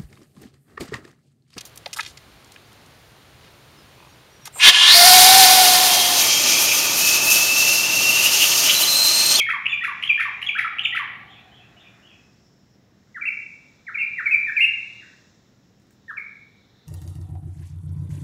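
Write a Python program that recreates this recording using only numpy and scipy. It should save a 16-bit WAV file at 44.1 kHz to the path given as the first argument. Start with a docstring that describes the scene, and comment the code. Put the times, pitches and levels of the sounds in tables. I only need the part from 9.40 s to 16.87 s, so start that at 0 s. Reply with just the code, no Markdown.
"""In a hard-walled room a caged bulbul sings close by, over still air, distant traffic, a hum and hiss.
Five quick phrases are built of chip, pip, slur, lead, twang and drop; slower whistles follow, built of
sweep, slide, trough and arch. Each syllable is a gliding tone with faint overtones; the twang joins two.
Chips and twangs add bursts of noise, a hop gives dry ticks, and another bird calls faintly from afar.
Delayed copies form the first wall echoes, and decaying noise forms the ring of the room."""
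import sys
import numpy as np
from scipy import signal
from scipy.fft import rfft, irfft, next_fast_len
from scipy.io import wavfile
from scipy.ndimage import uniform_filter1d

SR = 44100
rng = np.random.default_rng(int(sys.argv[2]) if len(sys.argv) > 2 else 0)


def master_out(mix):
    """Clip the mix to full scale and print it as 16-bit PCM to the path in sys.argv[1]."""
    frames = np.transpose(np.atleast_2d(mix))
    ceiling = np.clip(frames, -1, 1)
    pcm = np.round(ceiling * 32767).astype(np.int16)
    wavfile.write(sys.argv[1], SR, pcm)


N = 329427
TIME = np.arange(N) / SR  # seconds

# Noise colours, each scaled later to rms 1. Each row: frequency in Hz, relative density in dB.
AIR_COLOUR = [(15, -52.5), (25, -25.5), (48, -17.5), (115, -4), (152, -8), (205, -6.5), (350, -13.5),
              (500, -18), (1100, -28), (2000, -34), (2800, -31.5), (4300, -34.5), (9000, -63.5)]
HIGH_HISS_COLOUR = [(6000, -10), (9000, -9.5), (11000, -4.5), (13500, 0), (16000, 1)]
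TRAFFIC_COLOUR = [(20, -51), (40, -30.5), (75, -7), (105, -15), (122, -0.5), (145, -9.5), (250, -12.5),
                  (450, -20), (900, -20), (2000, -16.5), (3500, -47.5)]
HISS_COLOUR = [(3000, -11.5), (4500, -6.5), (5400, 0.5), (6200, -3.5), (7000, -3.5), (7900, -11.5),
               (8800, -34.5)]
SIZZLE_COLOUR = [(2800, -26.5), (3500, 3), (4000, 3.5), (4500, -7), (5200, -35)]  # a lower band of hiss
SHRILL_COLOUR = [(4300, -37.5), (5050, -7.5), (5400, -2), (5750, -9), (6500, -37.5)]  # a thin far-off shrilling
KNOCK_COLOUR = [(900, -14), (1700, 8), (3000, -3), (5000, -12), (7500, 3), (11000, -14), (16000, -4)]  # claws on perch and bars
RASP_COLOUR = [(600, -12.5), (1500, -1), (3300, 14), (4500, 2), (5000, -3.5), (7700, -8), (8700, -22),
               (10200, -0.5), (11300, -6), (12600, -11.5), (13400, -18), (16000, -20)]

# Slow level curves of the background. Each row: time in seconds, level in dB.
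TRAFFIC_LEVEL = [(0, -57.5), (.8, -55.5), (1.3, -55), (1.75, -53), (2.2, -56.5), (2.6, -56), (3.1, -70),
                 (4.4, -64.5), (5.1, -55.5), (5.7, -64), (6.4, -71.5), (7.47, -65)]
HISS_LEVEL = [(0, -72), (.7, -62.5), (1.75, -77.5), (2.0, -70.5), (2.8, -65.5), (3.5, -73), (4, -63),
              (4.5, -67.5), (5.3, -60), (5.8, -61.5), (6.15, -70.5), (7.47, -72)]  # before the trim in hiss()
SIZZLE_LEVEL = [(0, -72.5), (2, -66.5), (3.3, -87.5), (4.5, -70), (5.6, -61), (6.05, -78), (6.35, -83.5),
                (6.65, -73), (7.1, -69.5), (7.47, -65.5)]
SHRILL_LEVEL = [(0, -89), (2.3, -87), (2.75, -73.5), (3.3, -72), (3.6, -81), (7.47, -80)]  # before its flutter
# A far engine's whine. Each row: time in seconds, pitch in Hz, relative level in dB.
WHINE = [(0, 826, -67), (1.5, 803, -58), (1.9, 780, -57.5), (2.3, 711, -63.5), (2.6, 684, -68),
         (3, 675.4, -79.5), (7.47, 670, -97.5)]

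# Nearby walls. Each row: echo delay in seconds, reflected share of the amplitude.
WALLS = [(.0031, .28), (.0052, .16), (.0094, .14), (.0128, .25), (.0183, .29), (.0229, .2)]
# Decay of the room. Each row: frequency in Hz, time to fall by 60 dB in seconds.
ROOM_T60 = [(700, 0.78), (1300, 0.72), (2400, 0.72), (5000, .58), (8000, 0.12), (14000, 0.27)]
# How strongly the room rings. Each row: frequency in Hz, gain in dB.
ROOM_COLOUR = [(900, 0), (1180, 1.5), (1450, 1), (1880, 4), (2080, 1.5), (2260, 4.5), (2360, 2),
               (2460, -3.5), (2760, -0.5), (3050, 0), (3450, 2), (10000, 0.5)]

# Overtones of the syrinx. Each row: frequency in Hz, level in dB against the fundamental before richness.
OVERTONES = [(2000, -26.5), (3800, -32), (5300, -47), (7000, -46.5), (8300, -47), (9300, -61.5),
             (10800, -42.5), (12500, -47), (13800, -48), (16000, -51)]
# Brightness as the beak opens and the head turns. 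Each row: time in seconds, overtone gain in dB.
BEAK = [(0, -10.5), (.7, -7), (1.45, -2.5), (3.8, -3), (4.6, -5), (4.9, -3), (5.2, -0.5), (6.8, -0.5)]
# The octave of a voice strained at the top of its range. Each row: pitch in Hz, octave level in dB.
SQUEAK = [(2900, -69.5), (3250, -34), (3550, -23)]

# Gestures. Each is a pair of lists at even steps through the syllable: pitch from 0 = low to 1 = high,
# then relative level in dB.
FAR_RISE = ([0, 0.48, 0.35, 0.96, 0.84], [0, -3, 0])
FAR_FALL = ([1, 0.567, 0.363, 0.31, 0], [-1, 0, -0.5])
CHIP = ([1, .6, .2, .25, .65, 0.88, 1], [-13.5, -6, -16, -7.5, 0.5, -14.5])  # a flick down and back up
PIP = ([1, 0.96, 0.57, 0.5, 0], [-10, -8.5, 0])  # high, then falling
SLUR = ([0.86, .5, .15, 0.0078, .08], [-9.5, 0, -1.4])  # a loud fall that flattens out
LEAD = ([.1, .2, .45, .6, 1], [-4, -3, 0])  # a soft rise before the twang
SCOOP = ([0.299, 0.071, .12, .5, 1], [-9, -15, 0])  # the side of the syrinx that dips, then rises in the twang
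PLUNGE = ([.85, 0.96, .7, .4, 0], [-12.5, 0, -1])  # the side that plunges just after
DROP = ([0.94, 0.99, .75, .4, 0], [0, -7.5, -21])  # the low fading end of a phrase
SWEEP = ([0.99, .8, .6, 0.25, 0.014], [-11.5, 0, -6])  # the long fall that opens a whistle
SLIDE = ([0.94, 0.71, 0.51, .25, 0.061], [-10, 0, -5])  # a short swelling fall
TROUGH = ([.8, .4, 0, .1, 1], [-2, -3, 0])  # the low link from slide to arch
ARCH = ([0, .9, 1, 1, .88, .5, .15, .1], [-4.5, -2, 0])  # the loud crest of a whistle

# The far bird's calls. Each row: start in seconds, level in dB before the room, start Hz, top Hz of the rise.
FAR_CALLS = [(1.858, -46.5, 3070, 3550), (2.100, -49, 2800, 3435), (2.346, -48.5, 2577, 3514),
             (2.610, -49, 2730, 3260)]
# Its one sweep: start in seconds, length in seconds, low Hz, high Hz, level in dB before the room.
FAR_SWEEP = (5.585, .032, 1400, 2200, -44)
# Claws and feathers against the cage. 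Each row: start in seconds, level in dB before the trim in hop().
TICKS = [(6.3979, -59.5), (6.419, -63), (6.4688, -63.5), (6.507, -52.5), (6.5508, -73)]

# Plain syllables. Each row: start in seconds, length in seconds, low Hz, high Hz, level in dB.
PIPS = [(-.012, 0.02, 3171, 3350, -19), (.293, 0.031, 3393, 3500, -26.5), (.673, 0.0075, 3120, 3330, -17),
        (1.064, .012, 3200, 3386, -17), (1.434, 0.031, 3376, 3667, -28)]
LEADS = [(.065, 0.026, 1768, 1931, -25), (.410, 0.023, 1807, 2013, -26.5), (.776, 0.022, 1710, 1921, -23.5),
         (1.151, .024, 1343, 1940, -24), (1.523, 0.021, 1898, 2067, -26)]
DROPS = [(.134, 0.044, 798, 1177, -26.5), (.479, .051, 854, 1183, -28), (.853, 0.043, 759.8, 1183, -28.5),
         (1.245, 0.028, 1030, 1368, -22), (1.596, 0.045, 773, 1179, -28)]
TROUGHS = [(3.833, .018, 1990, 2287, -29), (4.574, .017, 2160, 2220, -24.5),
           (5.186, .022, 2074, 2328, -18.5)]
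# Chips. Each row: the same five columns, then the rasp level in dB as fed to the room.
CHIPS = [(.256, 0.014, 1957, 3078, -12, -51.5), (.624, .019, 1694, 3347, -16.5, -40.5),
         (1.016, .017, 1410, 3230, -21.5, -41), (1.384, 0.0144, 2080, 3197, -14.5, -52.5)]
# Swelling syllables. Each row: the same five columns, delay of the glide (1 = even), swell in dB.
SLURS = [(-.008, 0.034, 2146, 2950, -17.5, 1.2, -8), (.320, .027, 2365, 3070, -17.5, .85, 3),
         (.691, 0.024, 2368, 2960, -10.5, 0.88, 2.5), (1.084, .016, 2320, 3430, -17.5, 1.15, 9.5),
         (1.449, .014, 2290, 3476, -14, 1.48, -8)]
SWEEPS = [(3.744, 0.042, 1250, 2154, -33.5, 0.89, 1.2), (4.466, .036, 1227, 2400, -32, 0.86, 1),
          (4.770, 0.04, 1259, 2147, -25, 1.28, 0), (5.066, .036, 1542, 1890, -24.5, 1.5, 2.5),
          (6.680, .037, 1115, 1845, -32, 2.1, 0)]
SLIDES = [(3.811, 0.02, 2202, 2425, -25.5, 1.56, 3), (4.543, 0.018, 2177, 2550, -24, 1.28, 7),
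          (4.857, 0.026, 2015, 2400, -16.5, 1.47, -7), (5.165, .020, 2216, 2586, -13.5, 1.05, 0),
          (6.769, 0.0217, 2047, 2555, -27.5, 0.987, 1)]
ARCHES = [(3.852, 0.041, 2203, 2730, -21.5, 1.04, 4), (4.582, 0.054, 2308, 2750, -22.5, .72, 12),
          (4.909, 0.042, 2308, 2580, -15, .6, 9), (5.205, .046, 2534, 2805, -11.5, 1.4, -2)]
# Twangs. Each row: start in seconds, lag of the plunge in seconds, scoop level in dB, plunge level in dB.
TWANGS = [(.088, .012, -14, -21.5), (.435, 0.0046, -18, -19.5), (.794, .007, -18, -18),
          (1.177, .007, -18.5, -18), (1.547, 0.017, -17.5, -20.5)]


def amp(db):
    """Logarithmic level: decibels become an amplitude factor."""
    return 10 ** (np.asarray(db) / 20)


def unit(x):
    """Normalisation: the mean power is brought to 1."""
    return x / np.sqrt(np.mean(x ** 2) + 1e-20)


def read(points, hz):
    """Interpolation of a spectrum along a log-frequency axis."""
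    f, value = np.transpose(points)
    return np.interp(np.log(hz + 1), np.log(f), value)


def follow(rows):
    """Linear interpolation in time: each column of a curve at every sample."""
    s, *columns = np.transpose(rows)
    return [np.interp(TIME, s, column) for column in columns]


def add(mix, s, sound):
    """Superposition: a sound is summed in at time s, less any part before zero."""
    at = round(s * SR)
    sound = sound[max(-at, 0):]
    part = mix[max(at, 0):][:len(sound)]
    part += sound[:len(part)]


def noise(colour):
    """Spectral shaping: white noise is filtered to a given colour at rms 1."""
    size = next_fast_len(N)
    hz = np.fft.rfftfreq(size, 1 / SR)
    spectrum = rfft(rng.standard_normal(size)) * amp(read(colour, hz))
    return unit(irfft(spectrum, size))[:N]


def wander(n, rate_hz):
    """Low-pass filtering: white noise becomes a smooth random drift, scaled to rms 1."""
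    size = next_fast_len(max(n, SR // 10))
    hz = np.fft.rfftfreq(size, 1 / SR)
    spectrum = rfft(rng.standard_normal(size)) * np.exp(-(hz / rate_hz) ** 2)
    return unit(irfft(spectrum, size))[:n]


def still_air(air_db=-59, high_hiss_db=-81):
    """Stationary noise: a low-weighted bed of air and a faint high hiss keep constant level."""
    return noise(AIR_COLOUR) * amp(air_db) + noise(HIGH_HISS_COLOUR) * amp(high_hiss_db)


def traffic(firing_hz=117):
    """Noise plus tone: rumble is joined by an engine's firing note of wandering phase."""
    engine = np.sin(2 * np.pi * firing_hz * TIME + 0.68 * wander(N, 4))
    level_db, = follow(TRAFFIC_LEVEL)
    return unit(noise(TRAFFIC_COLOUR) + .5 * engine) * amp(level_db)


def engine_whine():
    """Amplitude modulation: random drift widens a sinking sine into a narrow band."""
    hz, level_db = follow(WHINE)
    carrier = np.sin(2 * np.pi * np.cumsum(hz) / SR)
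    return unit(wander(N, 100) * carrier) * amp(level_db)


def hum(hz=199, db=-71):
    """Phase modulation: a steady sine wavers slightly by a slow random phase."""
    return amp(db) * unit(np.sin(2 * np.pi * hz * TIME + 0.69 * wander(N, 3)))


def hiss(trim_db=-2):
    """Band-shaped noise: two bands rise and fall in level independently."""
    hiss_db, = follow(HISS_LEVEL)
    sizzle_db, = follow(SIZZLE_LEVEL)
    return noise(HISS_COLOUR) * amp(hiss_db + trim_db) + noise(SIZZLE_COLOUR) * amp(sizzle_db)


def shrilling(flutter_db=2):
    """Random amplitude modulation: a narrow band of noise flutters in level."""
    level_db, = follow(SHRILL_LEVEL)
    return noise(SHRILL_COLOUR) * amp(level_db + flutter_db * wander(N, 15))


def background():
    """Superposition of independent sources: air, traffic, whine, hum, hiss and shrilling."""
    return still_air() + traffic() + engine_whine() + hum() + hiss() + shrilling()


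def walls(x):
    """Specular reflection: each nearby surface returns a delayed, weaker copy."""
    out = np.zeros(N)
    for delay, share in WALLS:
        add(out, delay, share * x)
    return out


def room(x, gap_s=0.0047, build_s=0.015):
    """Reverberation: dense echoes build up, then each band decays at its own rate."""
    hz, t, bands = signal.stft(rng.standard_normal(SR), SR, nperseg=256)
    decay = amp(-60 * t / read(ROOM_T60, hz)[:, None])
    tail = signal.istft(bands * decay, SR, nperseg=256)[1][:SR]
    build_up = np.clip((TIME[:SR] - gap_s) / build_s, 0, 1)
    spectrum = rfft(tail * build_up, 2 * SR)
    spectrum /= np.sqrt(uniform_filter1d(abs(spectrum) ** 2, size=240))  # even, before the colouring
    spectrum *= amp(read(ROOM_COLOUR, np.fft.rfftfreq(2 * SR, 1 / SR)))
    response = irfft(spectrum)[:SR] * (TIME[:SR] > gap_s)
    return signal.fftconvolve(x, response)[:N]


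def note(gesture, s, length, low_hz, high_hz, db, delay=1, swell_db=0,
         jitter=0.00092, shimmer=0.039, edge_s=0.0024, pressing=0.086):
    """Frequency modulation with harmonics: louder notes and an open beak enrich the overtones."""
    u = np.linspace(0, 1, int(length * SR))
    pitches, levels = gesture
    # a delay above 1 holds the first pitch longer
    height = np.interp(u ** delay, np.linspace(0, 1, len(pitches)), pitches)
    height = uniform_filter1d(height, size=len(u) // 6, mode="nearest")  # muscles round off the turns
    hz = (low_hz + (high_hz - low_hz) * height) * (1 + jitter * wander(len(u), 200))
    phase = 2 * np.pi * np.cumsum(hz) / SR

    level_db = db + swell_db * (u - .5) + np.interp(u, np.linspace(0, 1, len(levels)), levels)
    edge = np.clip(np.minimum(u, 1 - u) * length / edge_s, 0, 1)
    gate = np.sin(np.pi / 2 * edge) ** 2

    overtones = np.zeros(len(u))
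    for k in range(2, 11):
        audible = k * hz < SR / 2  # nothing above half the sample rate
        overtones += amp(read(OVERTONES, k * hz)) * audible * np.sin(k * phase)
    beak_db = np.interp(s, *np.transpose(BEAK))
    richness = amp(beak_db + pressing * (level_db + 16.5))
    squeak = amp(read(SQUEAK, hz)) * np.sin(2 * phase)
    tone = np.sqrt(2) * (np.sin(phase) + richness * overtones + squeak)
    return s, tone * gate * amp(level_db) * (1 + shimmer * wander(len(u), 170))


def far_bird(waver=.033):
    """Frequency modulation: four calls rise and then fall, and a single sweep comes later."""
    rise_s, fall_s, fall_hz = 0.0481, 0.045, (2367, 2800)
    fall_after_s = .063  # from the start of the rise
    out = np.zeros(N)
    for s, db, start_hz, top_hz in FAR_CALLS:
        add(out, *note(FAR_RISE, s, rise_s, start_hz, top_hz, db, jitter=waver))
        add(out, *note(FAR_FALL, s + fall_after_s, fall_s, *fall_hz, db, jitter=waver))
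    add(out, *note(SWEEP, *FAR_SWEEP, jitter=waver))
    return out


def hop(trim_db=-3, decay_s=0.0042):
    """Impact excitation: claws and feathers give short, exponentially dying ticks of noise."""
    force, t = np.zeros(N), np.arange(SR // 20) / SR
    for s, db in TICKS:
        add(force, s, amp(db + trim_db) * np.exp(-t / decay_s))
    return force * noise(KNOCK_COLOUR)


def rasp(grain=.3, early_s=0.0015, twang_s=.026, twang_db=-20.5):
    """Chaotic vibration: every chip and twang breaks into a fluttering burst of noise."""
    bursts = [(s - early_s, length, db) for s, length, *_, db in CHIPS]
    bursts += [(s, twang_s, plunge_db + twang_db) for s, *_, plunge_db in TWANGS]
    effort = np.zeros(N)
    for s, length, db in bursts:
        add(effort, s, amp(db) * signal.windows.tukey(int(length * SR), .6))
    flutter = np.exp(grain * wander(N, 400))
    return effort * unit(noise(RASP_COLOUR) * flutter)


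def twang(out, jitter):
    """Two-voice production: one side of the syrinx scoops up, the other plunges just after."""
    scoop_s, scoop_hz = .02, (1214, 2400)
    plunge_s, plunge_hz = .017, (1407, 2757)
    for s, lag, scoop_db, plunge_db in TWANGS:
        add(out, *note(SCOOP, s, scoop_s, *scoop_hz, scoop_db, jitter=jitter))
        add(out, *note(PLUNGE, s + lag, plunge_s, *plunge_hz, plunge_db, jitter=jitter))


def sing(pure=0.00092, chatter=.006, sweeping=.008, harsh=0.026):
    """Pitch perturbation: syllables range from pure whistles to harsh chips, by rms pitch jitter."""
    kinds = [
        (PIP, PIPS, pure), (SLUR, SLURS, pure), (SLIDE, SLIDES, pure),
        (TROUGH, TROUGHS, pure), (ARCH, ARCHES, pure),
        (LEAD, LEADS, chatter), (DROP, DROPS, chatter), (SWEEP, SWEEPS, sweeping),
        (CHIP, [row[:5] for row in CHIPS], harsh),  # the rasp column is left to rasp()
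    ]
    out = np.zeros(N)
    for gesture, rows, jitter in kinds:
        for row in rows:
            add(out, *note(gesture, *row, jitter=jitter))
    twang(out, harsh)
    return out


def scene(room_db=-3.0, far_db=-1, rasp_direct=0.68):
    """Direct and reverberant fields: rasps reach us more by the room, the far bird only by it."""
    far = amp(far_db) * room(far_bird())
    clear, harsh = sing() + hop(), rasp()
    near = clear + rasp_direct * harsh
    ring = amp(room_db) * room(clear + harsh)
    return (background() + far + ring + walls(near) + near)[None]


def record(dry, edge_hz=15750):
    """Band limitation: a linear-phase low-pass removes the highest treble."""
    low_pass = signal.firwin(511, edge_hz, window=("kaiser", 9), fs=SR)
    return signal.oaconvolve(dry, low_pass[None], "same")


dry = scene()
out = record(dry)
master_out(out)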